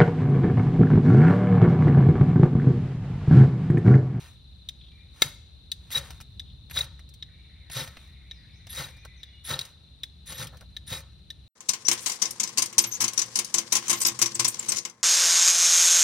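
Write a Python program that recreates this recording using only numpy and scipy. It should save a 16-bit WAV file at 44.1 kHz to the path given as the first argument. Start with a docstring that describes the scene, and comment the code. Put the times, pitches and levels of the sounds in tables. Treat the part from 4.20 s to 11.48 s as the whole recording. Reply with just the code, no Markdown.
"""A campsite among trees, on a two-port microphone close to a metal fire ring. From the start a cicada throbs
over a low distant rumble. At 1 s a steel scraper clicks hard against a ferro rod and the first of nine strokes
begins: the edge squeaks and rasps, the rod chatters, and the sparks burn off in a soft rush. Between strokes
come knocks, ticks, sleeves and shifting firewood. Near 0.7 s a far animal calls briefly beside a blurred fluted
note, and it rattles again from 3 s; from 4 s a bird sings; the last stroke and a knock fall around 7 s."""
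import sys
import numpy as np
from scipy import signal
from scipy.fft import rfft, irfft
from scipy.io import wavfile
from scipy.ndimage import uniform_filter1d

SR = 44100
rng = np.random.default_rng(int(sys.argv[2]) if len(sys.argv) > 2 else 0)


def unload_wav(signal):
    """Save mono or channel-first audio to the path in sys.argv[1] as 16-bit WAV at rate SR, clipped to [-1, 1]."""
    wavfile.write(
        sys.argv[1],
        SR,
        np.round(np.clip(np.atleast_2d(signal).T, -1, 1) * 32767).astype(np.int16),
    )


N = 321048
TIME = np.arange(N) / SR

# strokes down the rod, each level relative within its column: (start [s], hardest moment [s],
# edge lifts off [s], rasp [dB], rush of sparks [dB], puff of air [dB], chatter [dB])
STROKES = [(1.006, 1.025, 1.6, -37.5, -45, -40.5, -65), (1.706, 1.749, 1.79, -32, -38, -71, -33.5),
           (2.526, 2.569, 2.644, -34, -39, -58, -30), (3.507, 3.571, 4.7, -33, -35.5, -42, -33),
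           (4.484, 4.581, 5.08, -33.5, -37.5, -52, -36), (5.236, 5.303, 5.355, -33.5, -33.5, -41, -38),
           (6.054, 6.103, 6.14, -41, -45.5, -52, -42.5), (6.149, 6.202, 6.25, -37, -42.5, -41, -36.5),
           (6.662, 6.721, 6.805, -35, -40.5, -45, -32.5)]
# spectrum of a hard, dry contact: (frequency [Hz], gain [dB])
CRACK = [(200, -41.5), (1200, -19), (2200, -2.5), (4000, 8.5), (6000, 7), (8500, 9), (11000, -2.5),
         (13000, 2.5), (16000, -6)]


def amp(db):
    """Decibels to gain."""
    return 10 ** (np.asarray(db) / 20)


def unit_rms(x):
    """Scales to rms 1."""
    return x / np.sqrt(np.mean(x ** 2) + 1e-20)


def read(points, hz):
    """Reads a table on a log-frequency axis."""
    f, value = np.transpose(points)
    return np.interp(np.log(hz + 1), np.log(f + 1), value)


def add(mix, start, sound):
    """Mixes a sound in at a start time in seconds."""
    part = mix[max(round(start * SR), 0):][:len(sound)]
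    part += sound[:len(part)]


def colour(x, spectrum, size=4096):
    """Causal filter with the given spectrum."""
    log_gain = np.log(amp(read(spectrum, abs(np.fft.fftfreq(size, 1 / SR)))))
    taps = np.fft.ifft(np.exp(np.conj(signal.hilbert(log_gain)))).real
    return signal.fftconvolve(x, taps)[:len(x)]


def resonate(x, hz, width):
    """A steep resonance that can follow a pitch curve; output at rms 1."""
    carrier = np.exp(2j * np.pi * np.cumsum(hz * np.ones(len(x))) / SR)
    pole = np.exp(-np.pi * width / SR)
    baseband = signal.lfilter([(1 - pole) ** 2], [1, -2 * pole, pole ** 2], x * carrier.conj() + 1e-18)
    return unit_rms((carrier * baseband).real)


def noise_band(hz, width):
    """Noise in a steep resonance."""
    return resonate(rng.standard_normal(N), hz, width)


def tone(pitch):
    """A sine that follows a pitch curve in Hz."""
    return np.sin(2 * np.pi * np.cumsum(pitch) / SR)


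def wander(rate_hz, size=16384):
    """Smooth random drift, rms 1."""
    hz = np.fft.rfftfreq(size, N / SR / size)
    lowpass = np.exp(-np.minimum(hz / rate_hz, 10) ** 2)
    drift = irfft(rfft(rng.standard_normal(size)) * lowpass, size)
    return np.interp(TIME, np.linspace(0, N / SR, size), unit_rms(drift))


def swells(moves):
    """A bell-shaped gain for each (middle [s], half length [s], level [dB])."""
    return sum(amp(db) * np.exp(-((TIME - middle) / half) ** 2) for middle, half, db in moves)


def grains(per_s, spread_db):
    """Random clicks of uneven size."""
    size = amp(spread_db * np.minimum(rng.exponential(1, N), 4))
    return size * rng.standard_normal(N) * (rng.random(N) < per_s / SR)


def burst(spectrum, t60, size=4096):
    """A puff of coloured noise that dies at once; rms 1 over its first 4 ms."""
    t = np.arange(size) / SR
    puff = colour(rng.standard_normal(size) * amp(-60 * t / t60), spectrum)
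    return puff / np.sqrt(np.mean(puff[t < .004] ** 2))


def diffuse(x):
    """Makes two unrelated channels partly alike, as sound from all sides is at two close ports."""
    # likeness of distant sound at the ports: (frequency [Hz], coherence [0-1])
    likeness = [(60, 1), (200, 0.67), (800, 0.21), (2100, 0.72), (3300, 0.78), (4100, 0.099), (5200, 0.81),
                (6400, 0.15), (7200, 1), (9500, 0.047), (11000, 0.94), (12800, 0.93), (14500, 0.86)]
    one, other = rfft(x)
    same = np.clip(read(likeness, np.fft.rfftfreq(x.shape[1], 1 / SR)), 0, 1)
    return irfft(np.array([one, same * one + np.sqrt(1 - same ** 2) * other]), x.shape[1])


def campsite(x, near_db, tail_db):
    """Quick reflections off the fire ring and ground, then a tail from the trees."""
    # echo among the trees: (frequency [Hz], t60 [s])
    trees = [(200, 0.37), (1000, 0.39), (2500, 0.61), (6000, 0.59), (14000, 0.2)]
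    t = np.arange(SR) / SR
    taps = rng.choice([-1., 1.], (2, SR)) * (rng.random((2, SR)) < 4000 / SR)
    near = taps * (t > .002) * amp(-60 * t / 0.04)
    hz, when, late = signal.stft(taps * (t > .012), SR, nperseg=256)
    decay = amp(-60 * when / read(trees, hz)[:, None])
    tail = signal.istft(late * decay, SR, nperseg=256)[1][:, :SR]
    echo = (amp(near_db) * unit_rms(near) + amp(tail_db) * unit_rms(tail)) / np.sqrt(SR)
    return x + signal.fftconvolve(x[None], diffuse(echo), axes=1)[:, :N]


def outdoors():
    """From all sides, a distant low rumble that swells slowly and the hush of leaves."""
    # spectra of the rumble and the leaves: (frequency [Hz], gain [dB])
    rumble_spectrum = [(24, -33.5), (32, -25), (48, -6), (68, 4.5), (95, -4.5), (160, -9.5), (220, -18.5),
                       (320, -27), (600, -50.5), (1500, -59.5)]
    leaf_spectrum = [(100, 4), (400, 1), (1200, -8), (2100, -8.5), (3000, -1.5), (4500, -3), (5200, -11.5),
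                     (7500, -13.5), (10000, -14), (14000, -30), (16000, -56)]
    # swell of the rumble: (time [s], level [dB])
    rumble_level = [(0, -50.5), (1.4, -51.5), (2.2, -46), (3.2, -52), (4.6, -50), (5.4, -56), (6.4, -48.5),
                    (7.28, -52)]
    hz = np.fft.rfftfreq(N, 1 / SR)

    def bed(spectrum):
        noise = irfft(rfft(rng.standard_normal((2, N))) * amp(read(spectrum, hz)), N)
        return unit_rms(diffuse(noise))

    rumble = bed(rumble_spectrum) * amp(np.interp(TIME, *np.transpose(rumble_level)))
    leaves = bed(leaf_spectrum) * amp(-64.5 + 0.53 * wander(3.2))
    return rumble + leaves


def cicada(rate_hz=30.0, top_hz=4180, fall_hz=720):
    """Each throb starts high and slides down; the trees scatter it into two bands that swell in turn."""
    # upper and lower band: (centre [Hz], width [Hz])
    bands = [(4060, 190), (3660, 220)]
    # their course: (time [s], upper level [dB], lower level [dB])
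    levels = [(0, -61, -61.5), (5, -61.5, -60), (7.28, -63, -69)]
    cycle = np.cumsum(rate_hz * (1 + 0.02 * wander(3))) / SR % 1
    pitch = top_hz - fall_hz * cycle ** 1.5 + 70 * wander(130)
    throb = np.sin(np.pi * cycle) ** .5 * amp(2 * wander(60))
    direct = amp([[-1], [-3.5]]) * unit_rms(tone(pitch) * throb)  # a little to the left
    upper, lower = (np.array([noise_band(hz, width) for _ in range(2)]) for hz, width in bands)
    sway = amp(2 * np.sin(2 * np.pi * cycle))
    times, upper_db, lower_db = np.transpose(levels)
    high = (direct + upper * sway) * amp(np.interp(TIME, times, upper_db))
    low = lower / sway * amp(np.interp(TIME, times, lower_db))
    return high + low


def far_rattle(rate_hz=19.0, warble_hz=170, attack_s=0.073, release_s=.14):
    """A far animal's pulsing call, blurred by distance: each call swells, holds and dies away."""
    # calls: (start [s], length [s], level [dB])
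    calls = [(0.679, 0.046, -69.5), (3.024, 2.06, -68.5)]
    turns = np.cumsum(rate_hz * (1 + 0.064 * wander(2.2))) / SR
    pulses = amp(4.5 * np.sin(2 * np.pi * turns))
    gain = np.zeros(N)
    for start, length, db in calls:
        attack = np.clip((TIME - start) / attack_s, 0, 1)
        release = np.exp(-np.maximum(TIME - start - length, 0) / release_s)
        gain += amp(db) * attack * release
    return noise_band(2160 + warble_hz * wander(25), width=500) * gain * pulses


def bird(slur_hz=5500, slur_range_hz=1800, slur_db=-68, flute_rise_hz=70.6):
    """Thin slurs that glide and level off, and near-steady fluted notes, fluttering with distance."""
    # slurs: (start [s], length [s], direction [1 up, -1 down])
    slurs = [(4.09, .11, -1), (4.32, .06, 1), (4.755, .06, 1), (4.96, .09, -1)]
    # fluted notes: (start [s], length [s], pitch [Hz], level [dB])
    fluted = [(0.7, .15, 2370, -68), (4.72, .13, 2412, -63.5), (4.86, .11, 2015, -64.5),
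              (5.02, .22, 2890, -62.5), (5.03, .11, 3424, -62.5)]
    notes = [(start, length, slur_hz, slur_db, way * slur_range_hz) for start, length, way in slurs]
    notes += [(*note, flute_rise_hz) for note in fluted]
    out = np.zeros(N)
    for start, length, hz, db, glide_hz in notes:
        glide = np.sin(np.linspace(0, np.pi / 2, int(length * SR))) ** 1.3 - .5
        add(out, start, amp(db) * tone(hz + glide_hz * glide) * signal.windows.tukey(len(glide), .3))
    return out * amp(2.5 * wander(60))


def sleeves(rustle_db=-80.5):
    """Close by, the soft grainy swish of a jacket that is never quite still."""
    # larger arm moves: (middle [s], half length [s], level [dB])
    moves = [(0.01, 0.094, -50.5), (1.034, 0.065, -49.5), (1.836, 0.11, -49), (3.798, 0.1, -61),
             (5.414, 0.071, -48.5)]
    # rubbing cloth: (frequency [Hz], gain [dB])
    cloth = [(100, -12.5), (500, 2), (1500, 7), (3000, 5), (5000, 1), (8000, 5), (10000, -1.5),
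             (16000, -9.5)]
    gain = swells(moves) + amp(rustle_db + 3.5 * wander(4.6))
    return unit_rms(colour(grains(per_s=4200, spread_db=2), cloth)) * gain


def firewood():
    """Split logs under the hands rub on each other with a short, dull scrunch."""
    # shifts of the logs: (middle [s], half length [s], level [dB])
    shifts = [(1.897, 0.033, -59.5), (4.8555, 0.006, -45.5), (6.344, 0.018, -49), (6.423, 0.015, -53.5)]
    # wood on wood: (frequency [Hz], gain [dB])
    scrunch = [(250, -23), (550, 4), (900, -2.5), (1500, 2), (2500, -24), (8000, -24)]
    return unit_rms(colour(grains(per_s=1400, spread_db=1.0), scrunch)) * swells(shifts)


def slides():
    """The scraper glides lightly back up the rod with a soft, narrow hiss."""
    # glides: (middle [s], half length [s], level [dB])
    glides = [(0.66, 0.07, -59), (2.295, 0.04, -57.5)]
    return noise_band(3540, width=820) * swells(glides) * amp(6.1 * wander(70))


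def ticks(strays_per_s=11, return_delay_s=0.12, return_half_s=.09):
    """Small dry contacts: a snap and a short hollow body; faint ones fall at random as the arm returns."""
    # clearer ticks of tools and tinder: (time [s], relative snap level [dB], relative body level [dB])
    clear_ticks = [(1.7045, -24, -45), (1.9054, -20.5, -42), (2.0029, -29, -45), (2.0106, -23, -48),
                   (2.498, -29, -49.5), (2.5114, -24, -37.5), (2.793, -34, -47), (2.8904, -32, -70),
                   (2.9387, -29.5, -70), (3.499, -25, -40.5), (3.6758, -23, -41), (3.7697, -33, -40.5),
                   (4.4694, -26, -45.5), (4.685, -29, -45.5), (4.768, -37, -54.5), (4.8502, -26, -47),
                   (5.41, -16.5, -45), (5.452, -22, -69), (6.27, -21, -44), (6.371, -31, -51),
                   (6.4094, -30, -52)]
    # the hollow body: (frequency [Hz], gain [dB])
    hollow = [(100, 18), (400, -8), (600, 3.5), (1200, 1.5), (1800, 7), (3200, 3), (5000, -8), (12000, -20)]
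    arm_speed = swells((lift + return_delay_s, return_half_s, 0) for _, _, lift, *_ in STROKES)
    strays = [(start, -50, -66) for start in TIME[rng.random(N) < arm_speed * strays_per_s / SR]]
    out = np.zeros(N)
    for start, snap_db, body_db in clear_ticks + strays:
        snap = amp(snap_db - 19.0) * burst(CRACK, t60=0.039)
        body = amp(body_db - 1.0) * burst(hollow, t60=0.044)
        add(out, start, snap + body)
    return out


def ringing(modes, t, attack_s=0.00077):
    """Dying modes; each blow lands on another spot and shares its force a little differently."""
    hz, db, t60 = np.transpose(modes)[:, :, None]
    detune, share_db = rng.standard_normal((2, len(modes), 1))
    waves = np.sin(2 * np.pi * hz * (1 + 0.015 * detune) * t)
    return (amp(db + share_db - 60 * t / t60) * waves).sum(0) * (1 - np.exp(-t / attack_s))


def knocks():
    """Steel meets rod: a crack, a ring that the hands damp at once, and a thud into the wood below."""
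    # blows: (time [s], level [dB], thud offset [dB], crack offset [dB], clack offset [dB])
    blows = [(0.488, -22, -45, -22.5, -24), (1.0201, -6, -8, -12.5, 7), (1.517, -17.5, -54, -16.5, -8),
             (2.1958, -24.5, -44, -25.5, -7.5), (2.5726, -16.5, -39, -37, -8),
             (3.025, -26, -25.5, -34, -0.5), (4.1117, -27, -23, -34.5, 3), (5.032, -29.5, -25.5, -25, 2),
             (5.391, -22, -16, -9.5, -15), (5.834, -22, -24.5, -19.5, -1), (6.566, -24, -24, -26.5, 3.5),
             (7.103, -26.5, -45, -23, 4.5)]
    # modes of the rod, the flat scraper and the firewood: (frequency [Hz], level [dB], t60 [s])
    rod = [(3460, -8, 0.02), (3613, -1.5, 0.026), (3810, 4, 0.021), (4967, -12.5, 0.024),
           (5780, -9, 0.0086)]
    scraper = [(1780, -20, 0.04), (2133, -22.5, 0.024)]
    wood = [(430, -7, 0.02), (570, -1.5, 0.018), (900, -6, 0.014), (1340, -3, 0.02), (2140, 1, 0.022)]
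    # the edge skidding as it settles: (frequency [Hz], gain [dB])
    skid = [(300, -45), (1200, -24), (1900, 0.5), (2700, -8), (3400, 6), (3850, 10.5), (4400, -13.5),
            (6000, -1), (9000, -18), (16000, -29)]
    out, t = np.zeros(N), np.arange(4096) / SR
    for start, db, thud_db, crack_db, clack_db in blows:
        ring = ringing(rod, t) + amp(clack_db) * ringing(scraper, t)
        thud = amp(thud_db + 1.5) * ringing(wood, t)
        crack = amp(crack_db + 6.0) * burst(CRACK, t60=0.025)
        add(out, start, amp(db) * (ring + thud + crack))
        add(out, start + 0.0049, amp(db - 16.0) * burst(skid, t60=0.011))
    return out


def squeaks(rise_hz_per_s=10000, waver_hz=150, grit_db=3):
    """Gritty stick and slip as the edge bites: it wavers, rises with speed and sets the rod singing."""
    # bites of the edge: (start [s], length [s], starting pitch [Hz], level [dB])
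    bites = [(1.719, .022, 11650, -39.5), (2.503, .018, 11200, -46.5), (3.51, 0.039, 10860, -43),
             (4.492, 0.05, 11050, -43.5), (5.244, 0.05, 10750, -42.5), (6.065, .055, 10150, -45.5),
             (6.143, 0.021, 11500, -46.5), (6.67, 0.024, 9850, -44.5)]
    # resonances below the squeak: (centre [Hz], width [Hz], level re the squeak [dB])
    partners = [(1824, 210, -12.5), (3740, 620, -1.5), (6170, 260, -25), (8780, 230, -10.5)]
    out = np.zeros(N)
    for start, length, hz, db in bites:
        noise, grit, sway = rng.standard_normal((3, SR))[:, :int(length * SR)]
        t = np.arange(len(noise)) / SR
        pitch = hz + rise_hz_per_s * t + waver_hz * unit_rms(uniform_filter1d(sway, size=400))
        squeak = resonate(noise, pitch, width=400)
        singing = sum(amp(level) * resonate(noise, centre, width) for centre, width, level in partners)
        catches = unit_rms(amp(grit_db * unit_rms(uniform_filter1d(grit, size=60))))
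        add(out, start, amp(db) * (squeak + singing) * catches * signal.windows.tukey(len(t), .3))
    return out


def judders(mode_hz=3835, jitter_hz=55, flutter_db=1.2):
    """For some milliseconds the edge sticks and slips in step with the rod's main mode."""
    # hardest judders: (start [s], length [s], level [dB])
    spells = [(1.718, 0.023, -41), (1.746, 0.0215, -22.5), (1.768, 0.015, -27), (2.573, 0.0146, -31),
              (2.606, 0.0085, -20.5), (3.562, 0.024, -35.5), (3.605, 0.0094, -31.5), (4.564, 0.024, -37.5),
              (4.642, 0.008, -36), (5.299, 0.019, -35), (5.334, 0.011, -27.5), (5.413, 0.0054, -29.5),
              (6.735, 0.05, -41)]
    gain = np.zeros(N)
    for start, length, db in spells:
        add(gain, start, amp(db) * signal.windows.tukey(int(length * SR), .5))
    ring = unit_rms(tone(mode_hz + jitter_hz * wander(237))) * amp(flutter_db * wander(200))
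    grit = unit_rms(colour(grains(per_s=1400, spread_db=-3), CRACK))
    return gain * (ring + amp(-14.5) * grit)


def sputter(x, patchy_db=2.5):
    """Each shaving that tears off or flares stresses its own pitches for a few milliseconds."""
    frames = signal.stft(x, nperseg=256)[2]
    patches = uniform_filter1d(rng.standard_normal(frames.shape), size=4, axis=0)
    patches = unit_rms(uniform_filter1d(patches, size=2, axis=1))
    return unit_rms(signal.istft(frames * amp(patchy_db * patches), nperseg=256)[1][:N])


def sparks():
    """Shavings flare with a soft rush that resonates in the metal fire ring."""
    # burning shavings: (frequency [Hz], gain [dB])
    spectrum = [(40, -14.5), (120, 8.5), (200, 3), (280, -7), (480, -2), (750, -3), (1200, 2), (2200, -6.5),
                (4000, 0.5), (9000, -32.5)]
    # resonances of the fire ring: (centre [Hz], width [Hz], level [dB])
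    fire_ring = [(149, 45, -10), (548, 100, -1), (860, 140, -10), (1300, 180, -8), (1444, 130, -8.5),
                 (1775, 210, -6)]
    flames = grains(per_s=7000, spread_db=2.0)
    ring = sum(amp(db) * resonate(flames, hz, width) for hz, width, db in fire_ring)
    return (sputter(colour(flames, spectrum)) + amp(-8.0) * ring) * amp(0.82 * wander(44.47))


def pressure(hardest, rise, hold_s, fall):
    """Gain that climbs to a stroke's hardest moment, holds and falls; rise and fall in dB per s."""
    t = TIME - hardest
    gain, near = np.zeros(N), abs(t) < 1
    gain[near] = amp(rise * np.minimum(t[near], 0) - fall * np.maximum(t[near] - hold_s, 0))
    return gain


def stroke_gains(bite_s=0.01, lift_s=0.011, dig_s=0.041, thin_db=-7.5, embers_db=-15):
    """Gains of fizz, body, rush, puff and chatter: the edge sounds only in contact, the sparks burn on."""
    gains = np.zeros((5, N))
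    for start, hardest, lift, rasp_db, rush_db, puff_db, chatter_db in STROKES:
        bite = np.clip((TIME - start) / bite_s, 0, 1)
        contact = bite * np.exp(-np.clip((TIME - lift) / lift_s, 0, 20))
        flare = pressure(hardest, rise=960, hold_s=0.027, fall=237)
        embers = amp(embers_db) * pressure(hardest, rise=960, hold_s=0.027, fall=96)
        burn = np.hypot(flare, embers) * bite
        scrape = amp(rasp_db) * contact * pressure(hardest, rise=220, hold_s=0.024, fall=231)
        depth = amp(thin_db * np.clip(1 - (TIME - start) / dig_s, 0, 1))  # thin until the edge digs in
        chatter = amp(chatter_db) * contact * pressure(hardest, rise=330, hold_s=.012, fall=350)
        gains += [scrape, scrape * depth, amp(rush_db) * burn, amp(puff_db) * burn, chatter]
    return gains


def strokes(body_below_hz=5500):
    """Close to the microphone the edge tears grains off the rod, the rod chatters and the sparks fly."""
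    # steel rasping on the rod: (frequency [Hz], gain [dB])
    spectrum = [(200, -19), (1000, -12.5), (2000, -1.5), (3000, -10), (4500, -5), (6500, -3.5), (8700, -3),
                (10000, -9.5), (13000, -9), (16000, -16)]
    grip = amp(2.0 * wander(90))  # the edge catches and slips
    rasp = sputter(colour(grains(per_s=12000, spread_db=-2.0), spectrum)) * grip
    chatter = amp(-5.0) * noise_band(3764, width=570) * grip * amp(0.68 * wander(60))
    rush = sparks()
    puff = amp(-4) * noise_band(151.5, width=100)  # the hand and the flare push a little air
    body = signal.sosfiltfilt(signal.butter(2, body_below_hz, fs=SR, output="sos"), rasp)
    fizz = rasp - body
    fizz_gain, body_gain, rush_gain, puff_gain, chatter_gain = stroke_gains()
    edge = fizz * fizz_gain + body * body_gain + chatter * chatter_gain
    return edge + rush * rush_gain + puff * puff_gain


def scene():
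    """Handwork close and nearly dry, animals far off in the echo of the trees, open air all round."""
    hands = strokes() + judders() + squeaks() + knocks() + ticks() + firewood() + sleeves() + slides()
    far = campsite(far_rattle(), near_db=-3.5, tail_db=-1.0) + campsite(bird(), near_db=0.0, tail_db=2.0)
    return campsite(hands, near_db=-9.0, tail_db=-23.5) + far + cicada() + outdoors()


def record(dry):
    """Two microphone ports differ in phase and level; then a thin high sheen, overload and a band limit."""
    # phase between the ports: (frequency [Hz], left lead [rad])
    port_phase = [(20, 0), (2600, 0), (3500, .85), (4400, 0), (5800, -.1), (6400, -.8), (6700, -3.1),
                  (7800, -3.4), (9000, -4.4), (10400, -6.2), (11600, -6.35), (14200, -9.3), (16000, -9.9)]
    # balance of the ports: (frequency [Hz], left over right [dB])
    port_balance = [(60, 0.7), (700, 1), (2000, -0.74), (3200, 3.5), (5200, 2), (6400, 3.5), (7200, 2),
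                    (16000, -1.5)]
    # a thin sheen near 15.7 kHz, with the top treble cut off above it: (frequency [Hz], gain [dB])
    sheen = [(100, 1), (14000, -3.5), (15000, 6.5), (15700, 13.5), (16000, -8), (16500, -26.5)]
    hz = np.fft.rfftfreq(N, 1 / SR)
    lead = np.interp(hz, *np.transpose(port_phase))
    tilt = amp(read(port_balance, hz) / 2)
    ports = np.array([tilt * np.exp(1j * lead), 1 / tilt])
    clipped = np.clip(irfft(rfft(dry) * ports * amp(read(sheen, hz)), N), -1, 1)
    band_limit = signal.firwin(511, cutoff=16500, window=("kaiser", 9), fs=SR)
    return signal.oaconvolve(clipped, band_limit[None], "same")


dry = scene()
out = record(dry)
unload_wav(out)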